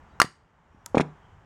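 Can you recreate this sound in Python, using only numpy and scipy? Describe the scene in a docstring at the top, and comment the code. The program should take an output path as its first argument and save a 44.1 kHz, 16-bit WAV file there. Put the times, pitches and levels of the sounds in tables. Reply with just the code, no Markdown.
"""A steel plate snaps onto the coil of a hand-held electromagnetic clutch and chatters; a jumper lead sparks,
then the clutch rocks and thuds on a wooden bench with a gritty rattle, over outdoor hum and faint chirps.
Plate and boards are dying modes, thuds are damped swings, grit and sparks are bursts of coloured noise.
Each near source has its own echo; the camera's gain control ducks after bright peaks, then loud peaks clip."""
import sys
import numpy as np
from scipy import signal
from scipy.fft import rfft, irfft, next_fast_len
from scipy.io import wavfile
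from scipy.ndimage import map_coordinates

SR = 44100
rng = np.random.default_rng(int(sys.argv[2]) if len(sys.argv) > 2 else 0)


def bounce(signal):
    """Save signal as a 16-bit WAV file at the path given by the first command-line argument."""
    frames = np.transpose(np.atleast_2d(signal))
    limited = np.clip(frames, -1, 1)
    pcm = np.round(limited * 32767).astype(np.int16)
    wavfile.write(sys.argv[1], SR, pcm)


def volts_from_db(level):
    """Convert decibel levels to linear amplitude ratios."""
    exponent = np.asarray(level, float) / 20
    return 10 ** exponent


N = 63945  # length of the scene in samples
T = np.arange(SR // 4) / SR  # time within one event, seconds


def unit(x):
    """Scale a sound to rms 1."""
    return x / np.sqrt(np.mean(x ** 2) + 1e-20)


def filtered(x, response):
    """Shape the spectrum of x by a response, a function of frequency in Hz."""
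    m = next_fast_len(len(x) + 8192)
    spectrum = rfft(x, m) * response(np.fft.rfftfreq(m, 1 / SR))
    return irfft(spectrum, m)[:len(x)]


def along(points, hz):
    """Read a curve of (Hz, value) points on a logarithmic frequency axis."""
    point_hz, value = np.transpose(points)
    return np.interp(np.log(hz + 1), np.log(point_hz + 1), value)


def noise(spectrum, size):
    """Coloured noise of rms 1: white noise shaped by (Hz, dB) points."""
    white = rng.standard_normal(size)
    return unit(filtered(white, lambda hz: volts_from_db(along(spectrum, hz))))


def wobble(rate, size):
    """A smooth random curve with rate knots a second."""
    knots = rng.standard_normal(int(size * rate / SR) + 4)
    return map_coordinates(knots, [np.arange(size) * rate / SR])


def ring(hz, db, t60):
    """A sum of sine modes, each dying by 60 dB in its t60 seconds."""
    hz, db, t60 = (np.asarray(v)[:, None] for v in (hz, db, t60))
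    modes = volts_from_db(db - 60 * T / t60) * np.sin(2 * np.pi * hz * T)
    return np.sum(modes, axis=0)


def add(track, s, sound):
    """Mix a sound into the track at s seconds."""
    part = track[round(s * SR):][:len(sound)]
    part += sound[:len(part)]


def outdoor_hum():
    """Broad noise with a slowly drifting level, over a low rumble that swells and sinks."""
    # Spectrum of the hum. Each row: frequency in Hz, relative density in dB per Hz.
    hum_spectrum = [(12, -37), (20, -5), (47, -4.5), (171, -8), (299, -17), (454, -16.5), (600, -18),
                    (862, -12), (1830, -21.5), (2630, -31), (3020, -30), (4110, -42.5), (6980, -41),
                    (11500, -61), (15700, -57)]
    rumble_top_hz, rumble_db, rumble_swing_db = 89, -58.5, 4.5
    hum = volts_from_db(-54.5 + 1.1 * wobble(6, N)) * noise(hum_spectrum, N)
    white = rng.standard_normal(N)
    low = unit(filtered(white, lambda hz: hz / (hz + 30) / (1 + (hz / rumble_top_hz) ** 4)))
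    return hum + volts_from_db(rumble_db + rumble_swing_db * wobble(14, N)) * low


def chirps():
    """Distant gliding tones whose pitch and level waver at random."""
    # Faint calls. Each row: start in seconds, length in seconds, start pitch in Hz, end pitch in Hz,
    # level in dB.
    chirp_calls = [(.088, .05, 4700, 4500, -79), (.105, .07, 3900, 3880, -78), (.67, .2, 5700, 5680, -82),
                   (1.07, .04, 3900, 3800, -74), (1.16, .2, 3300, 3000, -71)]
    waver_hz, breaks_db = 130, 3
    out = np.zeros(N)
    for s, length, from_hz, to_hz, db in chirp_calls:
        n = round(length * SR)
        hz = np.linspace(from_hz, to_hz, n) + waver_hz * wobble(300, n)
        level = volts_from_db(db + breaks_db * wobble(60, n)) * np.hanning(n) ** 0.3
        add(out, s, level * np.sin(2 * np.pi * np.cumsum(hz) / SR))
    return out


def room(x):
    """Echo of x: a noise tail in which each frequency dies at its own speed."""
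    # Decay of the echo. Each row: frequency in Hz, t60 in seconds.
    echo_decay = [(150, 0.33), (500, 0.21), (1500, 0.27), (4000, 0.32), (8000, 0.32), (14000, .16)]
    hz, t, z = signal.stft(rng.standard_normal(SR // 2), SR, nperseg=256)
    fading = z * volts_from_db(-60 * t / along(echo_decay, hz)[:, None])
    tail = signal.istft(fading, SR, nperseg=256)[1]
    late = np.pad(x, (200, 0))  # the echo waits 200 samples
    return signal.fftconvolve(late, tail / np.linalg.norm(tail))[:N]


def grit():
    """Grit rattling under the clutch: lumpy noise bursts of fine contacts, quick to rise and to die."""
    # Bursts. Each row: time of the peak in seconds, rise in seconds, t60 in seconds, level in dB.
    rattle_bursts = [(0.9486, .002, 0.052, -41), (0.9541, .003, 0.055, -32.5), (0.9765, .003, 0.034, -33),
                     (0.9809, .002, 0.048, -24.5), (1.0025, 0.0026, 0.0266, -30),
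                     (1.0069, .001, 0.037, -25), (1.0118, .002, 0.013, -24.5), (1.017, .002, 0.024, -33)]
    # Colour of the grit. Each row: frequency in Hz, relative density in dB per Hz.
    grit_spectrum = [(820, -30), (1400, -6.5), (1760, -6), (2160, -0.5), (2530, -2.5), (2980, -15.5),
                     (3260, -10.5), (4410, -15.5), (4830, -26), (5280, -16), (6210, -22.5), (6930, -17),
                     (7660, -29), (9090, -22.5), (11600, -51.5), (13600, -42), (15500, -63)]
    lumps_db = 2.2
    out = np.zeros(N)
    for s, rise, t60, db in rattle_bursts:
        shape = np.where(T < rise, (T / rise) ** 2, volts_from_db(-60 * (T - rise) / t60))
        lumps = volts_from_db(lumps_db * wobble(700, len(T)))
        add(out, s - rise, volts_from_db(db) * shape * unit(lumps * noise(grit_spectrum, len(T))))
    return out


def lead():
    # Sparks. Each row: start in seconds, level in dB, t60 of the fizz in seconds.
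    spark_times = [(.8577, -50, .012), (.8584, -48, .006), (.8592, -46, .004), (.8613, -15, .003),
                   (.8622, -30, .005), (.8633, -26, .003), (.8639, -25, .003)]
    # Colour of the fizz. Each row: frequency in Hz, relative density in dB per Hz.
    fizz_spectrum = [(290, -27), (500, -30.5), (2510, -8), (4100, -18.5), (6500, -14), (10000, -3.5),
                     (13200, -23.5), (15700, -29.5)]
    # Modes of the lead's clip. Each row: frequency in Hz, level in dB, t60 in seconds.
    clip_modes = [(950, -41, 0.061), (1300, -35.5, 0.022), (1520, -42, 0.019)]
    fizz_db = -8.5  # against the spit
    out = np.zeros(N)
    spit = -ring([6840], [0], [.0009])
    for s, db, t60 in spark_times:
        fizz = volts_from_db(fizz_db - 60 * T / t60) * noise(fizz_spectrum, len(T))
        add(out, s, volts_from_db(db) * (spit + fizz))
    add(out, spark_times[-1][0], ring(*np.transpose(clip_modes)))
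    return out


def bench():
    """Clutch on the bench: a short push, a damped swing back, and the boards ringing on."""
    # Thuds. Each row: centre of the push in seconds, peak level of the swing in dB, contact width in ms
    # (standard deviation of the push), swing pitch in Hz, direction (+1 push, -1 lift).
    thud_blows = [(0.2443, -23, 0.53, 150.7, 1), (0.748, -39, 0.94, 79, -1), (.9465, -9.5, 0.28, 400, 1),
                  (0.9501, -7.5, 0.21, 246, 1), (0.955, -22, 0.29, 410, -1), (0.9714, -1.5, 0.25, 185, 1),
                  (0.9772, -15.5, .3, 278, -1), (.9795, -14, .2, 388, -1), (.9839, -17, .15, 362, 1),
                  (0.9982, -4.5, 0.178, 193, 1), (1.0032, -14.5, 0.18, 250, 1),
                  (1.0070, -11, 0.16, 278, -1), (1.0106, -16.5, 0.56, 265, 1)]
    # Modes of the boards. Each row: frequency in Hz, relative level in dB, t60 in seconds.
    board_modes = [(124, -12.5, 0.04), (152, -3.5, 0.29), (172, -7, .12), (232, -7, 0.11), (256, 2, .14),
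                   (306, -6, .14), (438, 5.5, 0.1), (480, -6.5, .05), (600, -10.5, 0.069),
                   (720, -4.5, 0.065), (1120, -1.5, 0.028), (1350, -3, 0.02)]
    damping, boards_db = .36, -27.5  # damping ratio of the swing; boards against the swing
    early = .005  # seconds by which a thud is laid in ahead of its push
    out = np.zeros(N)
    hz, level_db, t60 = np.transpose(board_modes)
    for s, db, contact_ms, pitch_hz, sign in thud_blows:
        push = np.exp(-.5 * ((T - early) * 1000 / contact_ms) ** 2)
        # a damped resonance that lets through only what lies around and above its pitch
        swing = filtered(push, lambda f: f * f / (f * f - pitch_hz ** 2 - 2j * damping * f * pitch_hz))
        modes = ring(hz, level_db + rng.normal(0, 2, len(hz)), t60)
        boards = signal.fftconvolve(push / push.sum(), modes)[:len(T)]
        add(out, s - early, sign * volts_from_db(db) * (swing / swing.max() - volts_from_db(boards_db) * boards))
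    return out


def plate():
    """Plate on coil: every blow rings the same modes; edge and flat landings favour different ones."""
    # Blows. Each row: start in seconds, level in dB, landing from 0 (edge) to 1 (flat).
    snap_blows = [(.2004, -3.5, 0), (.20118, -2, 0), (.2168, 3, 1), (.2222, -20, .6), (.2256, -17, .7),
                  (.2285, -14, .6), (.2385, -25, .8), (.2475, -26, .7), (.2515, -25, .3)]
    # Pitches of the plate modes, one per mode, in Hz.
    plate_hz = [440, 770, 1060, 1175, 1350, 1700, 1940, 2830, 3500, 4250, 4680, 5570, 6230, 6640, 7700,
                8550, 9500, 10600, 12300, 13950, 15520]
    # The same modes in order. Each row: t60 in seconds, level on edge in dB, level flat in dB.
    plate_modes = [(.025, -38.5, -25), (.012, -17.5, -11), (0.016, -8.5, -14.5), (.06, -16, -13.5),
                   (0.013, -1.5, -11), (0.0064, -22, 2), (.016, -21, -14), (0.014, -14, -11.5),
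                   (0.013, -28.5, -15), (0.025, -19.5, -19.5), (0.013, -22.5, -10), (0.014, -13, -18),
                   (0.017, -19, -22.5), (0.013, -28, -16), (0.0087, -18, -18), (0.0091, -23.5, -13.5),
                   (.008, -13, -18), (0.011, -22.5, -22.5), (.008, -32.5, -38), (.02, -37.5, -32.5),
                   (.025, -45, -43.5)]
    # Loose parts buzzing after a blow. Each row: frequency in Hz, relative density in dB per Hz.
    buzz_spectrum = [(290, -41), (500, -12.5), (687, -18.5), (1170, -1.5), (1500, -16.5), (1910, -4),
                     (2510, -23), (6500, -22.5), (10000, -28.5), (11600, -41), (15700, -36.5)]
    rise_s = .0002
    crack_db, crack_t60 = -22, .004
    buzz_db, buzz_t60 = -26.5, .07
    out = np.zeros(N)
    t60, edge_db, flat_db = np.transpose(plate_modes)
    for s, db, flat in snap_blows:
        mode_db = (1 - flat) * edge_db + flat * flat_db + rng.normal(0, 1, len(t60))
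        modes = ring(plate_hz, mode_db, t60)
        crack = volts_from_db(crack_db - 60 * T / crack_t60) * rng.standard_normal(len(T))
        buzz = volts_from_db(buzz_db - 60 * T / buzz_t60) * noise(buzz_spectrum, len(T))
        onset = 1 - np.exp(-T / rise_s)
        add(out, s, volts_from_db(db) * (crack + buzz - modes) * onset)
    return out


def scene():
    """Near sources, each with its own echo, over the outdoor background."""
    out = outdoor_hum() + chirps()
    # echo levels in dB
    for near, echo_db in ((grit(), -24), (lead(), -22), (bench(), -14.5), (plate(), -19.5)):
        out += near + volts_from_db(echo_db) * room(near)
    return out[None]


def roll_off(x):
    """The treble ends steeply here."""
    return signal.sosfilt(signal.butter(12, 15820, fs=SR, output="sos"), x)


def record(dry):
    """The camera: band limits, a gain that ducks soon after bright peaks and creeps back, then clipping."""
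    mic_low_hz, top_hz = 37.8, 15800
    duck_above_hz, duck_from_db = 800, -11  # only the sound above this pitch and peak level ducks the gain
    duck_ratio, duck_in_s, duck_out_s = 1.2, .13, 0.39  # dB of cut per dB over; time constants
    clip_hardness = 8
    heard = filtered(dry[0], lambda hz: (hz < top_hz) * (1j * hz / (mic_low_hz + 1j * hz)) ** 2)

    bright = np.abs(filtered(heard, lambda hz: hz > duck_above_hz))
    bright_db = 20 * np.log10(np.minimum(bright, 1) + 1e-9)
    over_db = np.maximum(bright_db - duck_from_db, 0)
    # hold each peak and let it fade exponentially
    fade = np.arange(N) / (duck_out_s * SR)
    held_db = np.exp(np.maximum.accumulate(np.log(over_db + 1e-9) + fade) - fade)
    # a one-pole smoother makes the duck set in gradually
    k = 1 / (duck_in_s * SR)
    cut_db = duck_ratio * signal.lfilter([k], [1, k - 1], held_db)

    x = heard[None] * volts_from_db(-cut_db)
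    clipped = x / (1 + np.abs(x) ** clip_hardness) ** (1 / clip_hardness)
    return roll_off(clipped)


dry = scene()
out = record(dry)
bounce(out)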